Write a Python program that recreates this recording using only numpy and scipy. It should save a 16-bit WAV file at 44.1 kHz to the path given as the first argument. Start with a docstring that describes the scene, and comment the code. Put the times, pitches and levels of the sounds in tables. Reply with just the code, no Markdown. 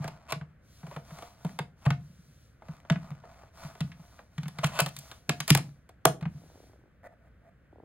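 """Hands turn a portable cassette player on a laminate floor, fingers rubbing the case, a sleeve rustling; let
go, it rocks to rest. They prise its door open, slide the cassette out and set it down, and at six seconds the
door snaps shut. Contacts crack in the plastic shell and thump the floor panel. At the end come faint creaks of
fingers on the glass of a phone and soft scuffs of the grip on it, whose two ports listen close by in a small
room."""
import sys
import numpy as np
from scipy import signal
from scipy.fft import rfft, irfft, next_fast_len
from scipy.io import wavfile

SR = 44100
rng = np.random.default_rng(int(sys.argv[2]) if len(sys.argv) > 2 else 0)


def put_to_file(sound):
    """Save the sound as 16-bit audio at rate SR, in the file named by the first command-line argument."""
    columns = np.atleast_2d(sound).T  # one column per channel
    safe = np.clip(columns, -1, 1)
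    whole_steps = np.round(safe * 32767)
    wavfile.write(sys.argv[1], SR, whole_steps.astype(np.int16))


N = 346075
TIME = np.arange(N) / SR
PADDED = next_fast_len(N, True)
BIN_HZ = np.fft.rfftfreq(PADDED, 1 / SR)
SIDES = np.array([[1], [-1]])  # left, right


def undb(db):
    """Decibels to gain."""
    return 10 ** (np.asarray(db) / 20)


def unit(x):
    """Scale to rms 1."""
    return x / np.sqrt(np.mean(x ** 2, axis=-1, keepdims=True) + 1e-20)


def fade(t, t60):
    """Exponential decay, 60 dB down at t60."""
    return np.exp(-np.log(1000) * t / np.maximum(t60, 1e-3))


def at_hz(hz, points, values):
    """Straight lines on a log-frequency axis."""
    return np.interp(np.log(np.maximum(hz, 1)), np.log(points), values)


def colour(x, spectrum, tilt_db=0):
    """Shape a signal with an EQ curve, tilted per octave; rms 1."""
    size = next_fast_len(x.shape[-1], True)
    hz = np.fft.rfftfreq(size, 1 / SR)
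    db = at_hz(hz, *np.transpose(spectrum)) + tilt_db * np.log2(hz + 1)
    return unit(irfft(rfft(x, size) * undb(db), size)[..., :x.shape[-1]])


def band(x, hz, octaves):
    """Causal band-pass around hz."""
    edges = [hz / 2 ** (octaves / 2), min(hz * 2 ** (octaves / 2), SR / 2 - 1)]
    return signal.sosfilt(signal.butter(2, edges, "band", fs=SR, output="sos"), x)


def add(track, start, sound):
    """Mix a sound in at its time."""
    i = min(max(int(start * SR), 0), N)
    track[i:i + len(sound)] += sound[:N - i]


def wander(points):
    """A random line through points spread evenly over the scene."""
    return np.interp(TIME, np.linspace(0, TIME[-1], points), rng.standard_normal(points))


def grains(count, per_s, spread_db):
    """Tiny slips of uneven size at random moments."""
    slips = (rng.random(count) < per_s / SR) * rng.standard_normal(count)
    return slips * undb(spread_db * rng.standard_normal(count))


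def ring(modes, t, gains=1):
    """Sum of decaying sines."""
    hz, db, t60 = np.transpose(modes)
    return (gains * undb(db)) @ (np.sin(2 * np.pi * hz[:, None] * t) * fade(t, t60[:, None]))


def blows(events, modes):
    """Each blow sets the same object ringing; neighbouring modes swing in opposite directions."""
    out, signs = np.zeros(N), (-1) ** np.arange(len(modes))
    for start, db in events:
        add(out, start, undb(db) * ring(modes, TIME[:SR // 4], signs))
    return out


# The low bed of the room. Each row: frequency in Hz, relative level in dB.
ROOM_TONE_EQ = [(20, -17), (40, -7.5), (58, 6), (100, 2), (200, -5.5), (380, -18), (540, -14.5), (900, -29),
                (1500, -18.5), (2300, -27.5), (4000, -40.5), (8000, -48), (16000, -51.5)]

def room_tone(level_db=-59.5, side_db=-8, drift_db=0.8):
    """A quiet indoor rumble that wanders slowly; left and right share its bass."""
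    mid, side = colour(rng.standard_normal((2, N)), ROOM_TONE_EQ)
    side = irfft(rfft(side, PADDED) * np.minimum(BIN_HZ / 300, 1), PADDED)[:N]
    return (mid + undb(side_db) * side * SIDES) * undb(level_db + drift_db * wander(30))


# Small-room reverb. Each row: frequency in Hz, energy against the direct sound in dB, t60 in seconds.
REVERB = [(150, -12.5, 0.4), (393, -11, 0.3), (1000, -13, 0.18), (3060, -10.5, 0.18), (8600, -14.5, .21),
          (15000, -24, .18)]

def room_echo(x, gap_s=0.01, build_s=0.0017):
    """Walls and furniture return a short diffuse tail, narrow in the bass and wide on top."""
    t = TIME[:SR // 2]
    points, level_db, t60 = np.transpose(REVERB)
    onset = 1 - np.exp(-np.maximum(t - gap_s, 0) / build_s)
    response = 0
    for hz in np.geomspace(125, 16000, 8):
        noise = band(rng.standard_normal((2, len(t))), hz, octaves=1)
        mid, side = unit(noise * onset * fade(t, at_hz(hz, points, t60)))
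        width = min(hz / 1400, .8)
        energy = np.sqrt(2) * hz / SR / len(t) / (1 + width ** 2)
        response += (mid + width * side * SIDES) * np.sqrt(energy) * undb(at_hz(hz, points, level_db))
    return signal.fftconvolve(x[None], response, axes=1)[:, :N]


# Spells in which fingers creak on the phone's glass. Each row: start in seconds, length in seconds, tick level
# in dB.
CREAK_SPELLS = [(6.416, 0.32, -54), (6.735, 0.15, -58), (7.72, 0.14, -48.5)]

def creak_ticks(count=16, gap_s=0.022, spread_db=2.5):
    """Within a spell the fingers tick at uneven gaps and strengths; gives times and levels."""
    ticks = []
    for start, length, db in CREAK_SPELLS:
        delays = gap_s * (np.arange(count) + rng.random(count))
        levels = db + spread_db * rng.standard_normal(count)
        ticks += [(start + delay, level) for delay, level in zip(delays, levels) if delay < length]
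    return ticks


def glass_creaks(high_hz=1100, low_hz=280, sweep_s=0.003, peak_s=0.002594, grit_db=-2):
    """Fingers creak on the phone's glass; each tick arrives as a short, gritty falling chirp."""
    t, out = TIME[:SR // 25], np.zeros(N)
    grit_eq = [(60, -5.5), (300, 18), (800, -7.5), (1500, -17), (4000, -45.5)]
    sweep = low_hz + (high_hz - low_hz) * np.exp(-t / sweep_s)
    envelope = (t / peak_s * np.exp(1 - t / peak_s)) ** 2
    for start, db in creak_ticks():
        hz = sweep * np.exp(0.11 * rng.standard_normal())
        chirp = np.sin(2 * np.pi * np.cumsum(hz) / SR)
        grit = undb(grit_db) * colour(rng.standard_normal(len(t)), grit_eq)
        add(out, start - peak_s, undb(db) * envelope * (chirp + grit))
    return out


# The hollow voice of the plastic case. Each row: mode frequency in Hz, level in dB, t60 in seconds.
CASE_MODES = [(671, -4, 0.19), (707, -5, 0.33), (941, -3.5, 0.011), (1250, -2, .06), (1491, 4, .07),
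              (2055, -8, 0.035), (2500, -3, 0.055), (2646, -1.5, 0.081), (3200, -3.5, .06),
              (3600, -4, 0.11), (4640, -3, 0.022), (5300, -8.5, 0.18), (7130, -6, 0.06)]

def hollow(x, ring_db=-5):
    """Friction also feeds the modes of the plastic shell; rms 1."""
    ringing = signal.oaconvolve(x, ring(CASE_MODES, TIME[:SR // 8]))[:len(x)]
    return unit(x + undb(ring_db) * unit(ringing))


def judder(strokes, spectrum, first_pressure=0.13):
    """Surfaces judder along each other, pressing harder until they come free."""
    out = np.zeros(N)
    for start, length, db, tilt_db in strokes:
        count = int(length * SR)
        pressure = np.linspace(first_pressure, 1, count) * signal.windows.tukey(count, .3)
        slips = colour(grains(count, per_s=9500, spread_db=2.0), spectrum, tilt_db)
        add(out, start, undb(db) * pressure * hollow(slips))
    return out


# Soft scuffs. 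Each row: start and length in seconds, full-pressure level in dB, tilt in dB per octave.
GRIP_SCUFFS = [(7.025, 0.055, -45, -1.5), (7.10, 0.044, -55, -2), (7.17, 0.129, -64, -1),
               (7.41, 0.094, -57.5, -2)]
# Their muffled tone. Each row: frequency in Hz, relative level in dB.
SCUFF_EQ = [(100, -16.5), (400, -13), (680, 6), (1050, -11.5), (1300, -5.5), (2000, -4.5), (2900, -29),
            (6000, -25), (12000, -30)]

def grip_scuffs():
    """The hand slips a little as its grip on the phone shifts."""
    return judder(GRIP_SCUFFS, SCUFF_EQ)


def stroke_envelope(start, length, attack_s=0.15, t60=0.54):
    """The hand speeds up, slides evenly, then comes to rest."""
    attack = np.clip((TIME - start) / attack_s + .5, 0, 1)
    return attack * fade(np.maximum(TIME - start - length, 0), t60)


# Strokes of the hand. Each row: start in seconds, length in seconds, rub level in dB, sleeve level in dB.
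HAND_STROKES = [(0.0, 0.03, -45.5, -65), (0.115, 0.27, -64, -84), (0.68, 0.13, -77, -64.5),
                (0.816, 0.15, -58, -64), (1.06, 0.2, -55.5, -60), (1.4, 0.11, -56.5, -62.5),
                (1.825, 0.049, -56.5, -63.5), (1.98, 0.48, -90, -70.5), (2.66, 0.071, -57, -69.5),
                (2.882, 0.23, -56.5, -73), (3.247, 0.18, -58, -72.5), (3.592, 0.047, -48, -55),
                (3.71, 0.17, -59, -66.5), (3.95, 0.23, -64, -67.5), (4.34, 0.2, -66, -67.5),
                (4.596, 0.18, -48.5, -58.5), (4.912, 0.2, -60.5, -58.5), (5.3, 0.33, -64, -63),
                (6.301, 0.36, -70, -68.5)]
# The dull rub of the shell. Each row: frequency in Hz, relative level in dB.
RUB_EQ = [(150, -1.5), (420, -16.5), (680, 1.5), (900, -2.5), (1300, -3), (1700, -9), (2200, -11.5),
          (3400, -19), (5500, -18), (12000, -35.5)]
# The airy rustle of a sleeve as the arm moves. Each row: frequency in Hz, relative level in dB.
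SLEEVE_EQ = [(800, -20), (2000, 1), (3800, 3.5), (5200, 4.5), (6200, 6.5), (7200, -2), (10500, -2),
             (13000, -6), (16000, -7.5)]

def fingers_and_sleeve(grip_db=2.0, catches_per_s=20, catch_db=-9, catch_t60=0.0067):
    """Fingers drag over the case with a grainy rub and small catches; a sleeve rustles as the arm moves."""
    rub_level, sleeve_level = 0, 0
    for start, length, rub_db, sleeve_db in HAND_STROKES:
        envelope = stroke_envelope(start, length)
        rub_level = np.maximum(rub_level, undb(rub_db) * envelope)
        sleeve_level = np.maximum(sleeve_level, undb(sleeve_db) * envelope)
    grip = undb(grip_db * wander(240))  # the fingers' hold changes some thirty times a second
    drag = hollow(colour(grains(N, per_s=2500, spread_db=3.0), RUB_EQ), ring_db=-6.5) * grip
    # now and then a nail or a loose part catches with a tiny tick
    snags = np.abs(grains(N, per_s=catches_per_s, spread_db=3.0))
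    ticks = signal.oaconvolve(snags, fade(TIME[:SR // 20], catch_t60))[:N] * rng.standard_normal(N)
    catches = hollow(colour(ticks, RUB_EQ, tilt_db=1.0), ring_db=-11.5)
    sleeve = colour(rng.standard_normal(N), SLEEVE_EQ)
    return (drag + undb(catch_db) * catches) * rub_level + sleeve * sleeve_level


# Short scrapes. Each row: start and length in seconds, full-pressure level in dB, tilt in dB per octave.
PLASTIC_SCRAPES = [(0.282, 0.037, -37, -1), (0.899, 0.055, -53.5, -1.5), (1.851, 0.016, -33, -1),
                   (4.631, 0.014, -22, -1.5), (4.642, 0.035, -37, 6), (4.711, 0.12, -34.5, 0),
                   (4.788, 0.015, -20, 0), (4.861, 0.036, -44, 4.5), (5.482, 0.033, -25.5, 4),
                   (5.552, 0.048, -38.5, -1.5)]
# Their mid-heavy rasp. Each row: frequency in Hz, relative level in dB.
SCRAPE_EQ = [(200, -31), (450, -13), (700, 3), (880, -3), (1030, 7), (1250, -3), (2100, -8), (2350, -8),
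             (2580, 0.5), (3400, -8.5), (5500, -11.5), (10000, -18), (13000, -27), (16000, -29.5)]

def plastic_scrapes():
    """Plastic sticks and slips as it slides on plastic."""
    return judder(PLASTIC_SCRAPES, SCRAPE_EQ)


def rocking(start_s=2.007, period_s=0.09, first_db=-42, loss_db=2.5, count=4):
    """Let go, the player rocks to rest in even, weakening bumps; gives times and levels."""
    return [(start_s + k * period_s, first_db - k * loss_db) for k in range(count)]


# Bumps on the floor, the weight under the clicks. Each row: start in seconds, level in dB.
FLOOR_BUMPS = [(0.0, -27), (0.047, -31), (0.075, -44), (0.324, -34.5), (0.36, -32), (0.412, -33.5),
               (0.832, -34.5), (0.879, -39), (0.964, -33), (1.117, -37), (1.448, -23), (1.599, -29.5),
               (1.863, -13), (1.908, -20.5), (2.689, -31.5), (2.907, -15), (2.959, -27), (3.11, -30.5),
               (3.645, -33), (3.807, -21.5), (3.842, -29), (3.993, -40), (4.38, -25.5), (4.43, -34.5),
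               (4.457, -28.5), (4.585, -30), (4.641, -18), (4.814, -22.5), (4.858, -33), (4.974, -41.5),
               (5.288, -22), (5.4, -33.5), (5.506, -9.5), (5.548, -19.5), (6.056, -21.5), (6.087, -25.5),
               (6.22, -27), (6.257, -22.5), (6.345, -35)]

def floor_thuds(panel_hz=152, scatter=0.053, rise_s=0.012, swell=2.2, glide=0.96, glide_s=0.0025,
                boom_db=-20, boom_t60=0.29, sway_hz=82, sway_db=-25, sway_t60=0.38):
    """The floor panel swings up over a few cycles and dies away; the floor beneath sways slowly on."""
    t, out = TIME[:SR // 4], np.zeros(N)
    boom_eq = [(25, -19.5), (60, -5.5), (130, 0.5), (200, 4), (300, -9.5), (600, -45.5), (2000, -71.0)]
    envelope = (t / rise_s * np.exp(1 - t / rise_s)) ** swell
    onset = 1 - np.exp(-t / 0.00035)
    sway = ring([(sway_hz, sway_db, sway_t60)], t)
    pitch_drop = 1 + glide * np.exp(-t / glide_s)  # the faster, higher bending waves arrive first
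    for start, db in FLOOR_BUMPS + rocking():
        # the pitch varies a little with the place of the bump
        hz = panel_hz * np.exp(scatter * rng.standard_normal()) * pitch_drop
        panel = envelope * np.sin(2 * np.pi * np.cumsum(hz) / SR)
        boom = undb(boom_db) * colour(rng.standard_normal(len(t)), boom_eq) * fade(t, boom_t60)
        add(out, start, undb(db) * (panel + (boom + sway) * onset))
    return out


# The cassette touches down. Each row: start in seconds, level in dB.
CASSETTE_HITS = [(5.294, -25.5), (5.505, -17), (5.550, -30)]
# The knock of the floor panel. Each row: mode frequency in Hz, level in dB, t60 in seconds.
PANEL_MODES = [(115, -7, 0.13), (215, 0, .06), (255, -1, .055), (295, 0, 0.055), (335, -4, 0.045),
               (420, -5, 0.033)]

def cassette_landing():
    """The hard edge of the cassette lands on the floor and rings the panel."""
    return blows(CASSETTE_HITS, PANEL_MODES)


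SHELL_LOW_HZ, SHELL_HIGH_HZ = 734, 9600  # the shell radiates well between these edges

def click_db(hz, db, tilt_db, narrow_db, centre_hz=2530):
    """A hard contact is brighter than a soft one; a small part rings in a narrower range than the shell."""
    octaves = np.log2(np.clip(hz, SHELL_LOW_HZ, SHELL_HIGH_HZ) / centre_hz)
    return db + tilt_db * octaves - narrow_db * octaves ** 2


# Plastic contacts. Each row: start in seconds, level at the centre frequency in dB,
# tilt in dB per octave, narrowness in dB per octave squared.
CONTACTS = [(0.043, -49, -5, -0.5), (0.078, -47.5, -3.4, -0.5), (0.304, -52, 10.5, 6.5),
            (0.322, -34, -3, 0.46), (0.412, -57.5, -16, 7.5), (0.831, -65.5, -10.5, 0.5),
            (0.867, -59, -5.5, 0), (0.912, -60.5, -7, -1.5), (0.963, -50.5, -8, -0.25),
            (1.107, -62, -13.5, 4.5), (1.186, -57, -4, -.7), (1.223, -52, -5.5, 0), (1.448, -53, -6, -2.2),
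            (1.589, -38.5, -4.5, 0), (1.8625, -43, -10, 2), (1.9044, -37, -4.5, 2.5),
            (2.621, -68.5, -10, -0.5), (2.684, -61.5, -7, -0.5), (2.85, -68.5, -8.5, 0),
            (2.8995, -31, -5, 3), (2.921, -47.5, -4.5, 1), (2.958, -49, -14.5, 8.5), (3.114, -62, -9, 2.5),
            (3.237, -71, -13.5, 0), (3.432, -75.5, -17.5, 2), (3.752, -60.5, -5.5, 0.5),
            (3.806, -41, -1, 2.5), (3.917, -51.5, -4.5, 8), (4.191, -60.5, -11, 2.5), (4.38, -46, -3, 3),
            (4.432, -52, -1, 2), (4.456, -53, -9.5, 6.5), (4.481, -51.5, -0.5, 0),
            (4.586, -41.5, -3.5, 2.5), (4.6435, -31, -1, 2.4), (4.7895, -33, -3, 0), (4.8024, -30, 1, -0.5),
            (4.819, -50, 3.5, 1), (4.861, -39, -1, 0.5), (4.965, -48.5, 5, 2), (4.988, -61.5, 13, 2),
            (5.114, -46.5, -3, 2), (5.293, -28.5, -1, 1), (5.4027, -34.5, 1.6, 2.4), (5.4785, -37, 1.5, .5),
            (5.5035, -19.5, 4, 3), (5.5494, -27.5, 0, 0), (5.5733, -38.5, 0.5, -0.5),
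            (5.891, -64, -3.5, -1.5), (6.0532, -24, -2.5, -2.23), (6.21, -58, -4, 0.8),
            (6.226, -53.5, -7, 2), (6.254, -50, -13, 6)]

def plastic_clicks(contact_s=0.00012, crack=0.54, crack_t60=0.0012, ring_t60=0.04, damping=0.29,
                   firm_db=-22, modes_db=-12, scatter_db=6.5, low_slope_db=11.0, top_slope_db=-8):
    """Each contact cracks, rings the shell's dense short modes and leaves the main case modes sounding."""
    table, t, out = np.array(CONTACTS), TIME[:SR // 7], np.zeros(N)
    # a contact as hard as firm_db holds the parts tight and halves their ring
    freedom = 1 / (1 + undb(table[:, 1:2] - firm_db))
    onset = 1 - np.exp(-t / contact_s)
    band_gain = np.sqrt(.5 * .01 / t[-1])  # half an octave's share of the energy of a 10 ms hit
    hits = 0
    for hz in np.geomspace(240, 15360, 13):
        # a small shell radiates little bass, and the contact time rounds off the very top
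        bass_db = low_slope_db * min(np.log2(hz / SHELL_LOW_HZ), 0)
        top_db = top_slope_db * max(np.log2(hz / SHELL_HIGH_HZ), 0)
        db = click_db(hz, *table[:, 1:].T) + bass_db + top_db
        envelope = fade(t, freedom * ring_t60 * (3000 / hz) ** damping) + crack * fade(t, crack_t60)
        burst = band(rng.standard_normal((len(table), len(t))) * envelope * onset, hz, octaves=0.61)
        hits += unit(burst) * undb(db)[:, None] * band_gain
    mode_hz = np.array(CASE_MODES)[:, 0]
    for (start, *contact), hit, free in zip(table, hits, freedom):
        # the place of the contact decides how strongly, and which way, each mode is pushed
        push = rng.choice([-1, 1], len(mode_hz)) * undb(scatter_db * rng.standard_normal(len(mode_hz)))
        gains = push * undb(click_db(mode_hz, *contact) + modes_db)
        add(out, start, hit + free * ring(CASE_MODES, t, gains))
    return out


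# The closing snap and its rebound. Each row: start in seconds, level in dB.
LATCH_HITS = [(6.0535, -17.5), (6.0675, -22.5)]
# The clack of the door. Each row: mode frequency in Hz, level in dB, t60 in seconds.
DOOR_MODES = [(350, -8, 0.028), (436, -7, .05), (518, -8, 0.08), (598, -9, .08), (664, -3, 0.115),
              (727, -5, .095), (974, -5, .028), (1373, -13, 0.03), (1950, -13, .03), (5590, -10, .012),
              (9700, -8, 0.012)]

def door_snap():
    """The door slams on its latch and rebounds, ringing each time."""
    return blows(LATCH_HITS, DOOR_MODES)


def scene():
    """All handling sounds, their echo and the quiet room."""
    knocks = plastic_clicks() + floor_thuds() + door_snap() + cassette_landing()
    friction = plastic_scrapes() + grip_scuffs() + glass_creaks() + fingers_and_sleeve()
    near = knocks + friction
    return near + room_echo(near) + room_tone()


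# Stereo phase at the phone's ports. Each row: frequency in Hz, lead of left over right in radians.
LEFT_LEAD = [(0, 0), (200, .08), (800, .65), (1400, -.3), (2000, -.1), (2700, -1.8), (3400, -1),
             (4400, -1.4), (5300, -3.2), (6000, -4.1), (8000, -5), (11500, -6.25), (16000, -6.28)]
# Stereo balance. Each row: frequency in Hz, left minus right in dB.
LEFT_LEAN = [(100, 0.1), (300, 0.5), (700, -0.9), (1150, 3.5), (1600, -2.5), (2600, 3.5), (3700, -3),
             (4800, 3), (6000, 1), (12000, -0.2)]

def record(dry, ceiling=0.85, top_hz=16000):
    """The phone's two ports differ in phase and level; peaks are rounded and the top is cut."""
    lead = np.interp(BIN_HZ, *np.transpose(LEFT_LEAD)) / 2
    lean_db = at_hz(BIN_HZ, *np.transpose(LEFT_LEAN)) / 2
    ports = undb(SIDES * lean_db) * np.exp(1j * SIDES * lead)
    stereo = irfft(rfft(dry, PADDED) * ports, PADDED)[:, :N]
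    rounded = stereo / (1 + (stereo / ceiling) ** 6) ** (1 / 6)
    return signal.sosfilt(signal.ellip(10, .2, 90, top_hz, fs=SR, output="sos"), rounded)


dry = scene()
out = record(dry)
put_to_file(out)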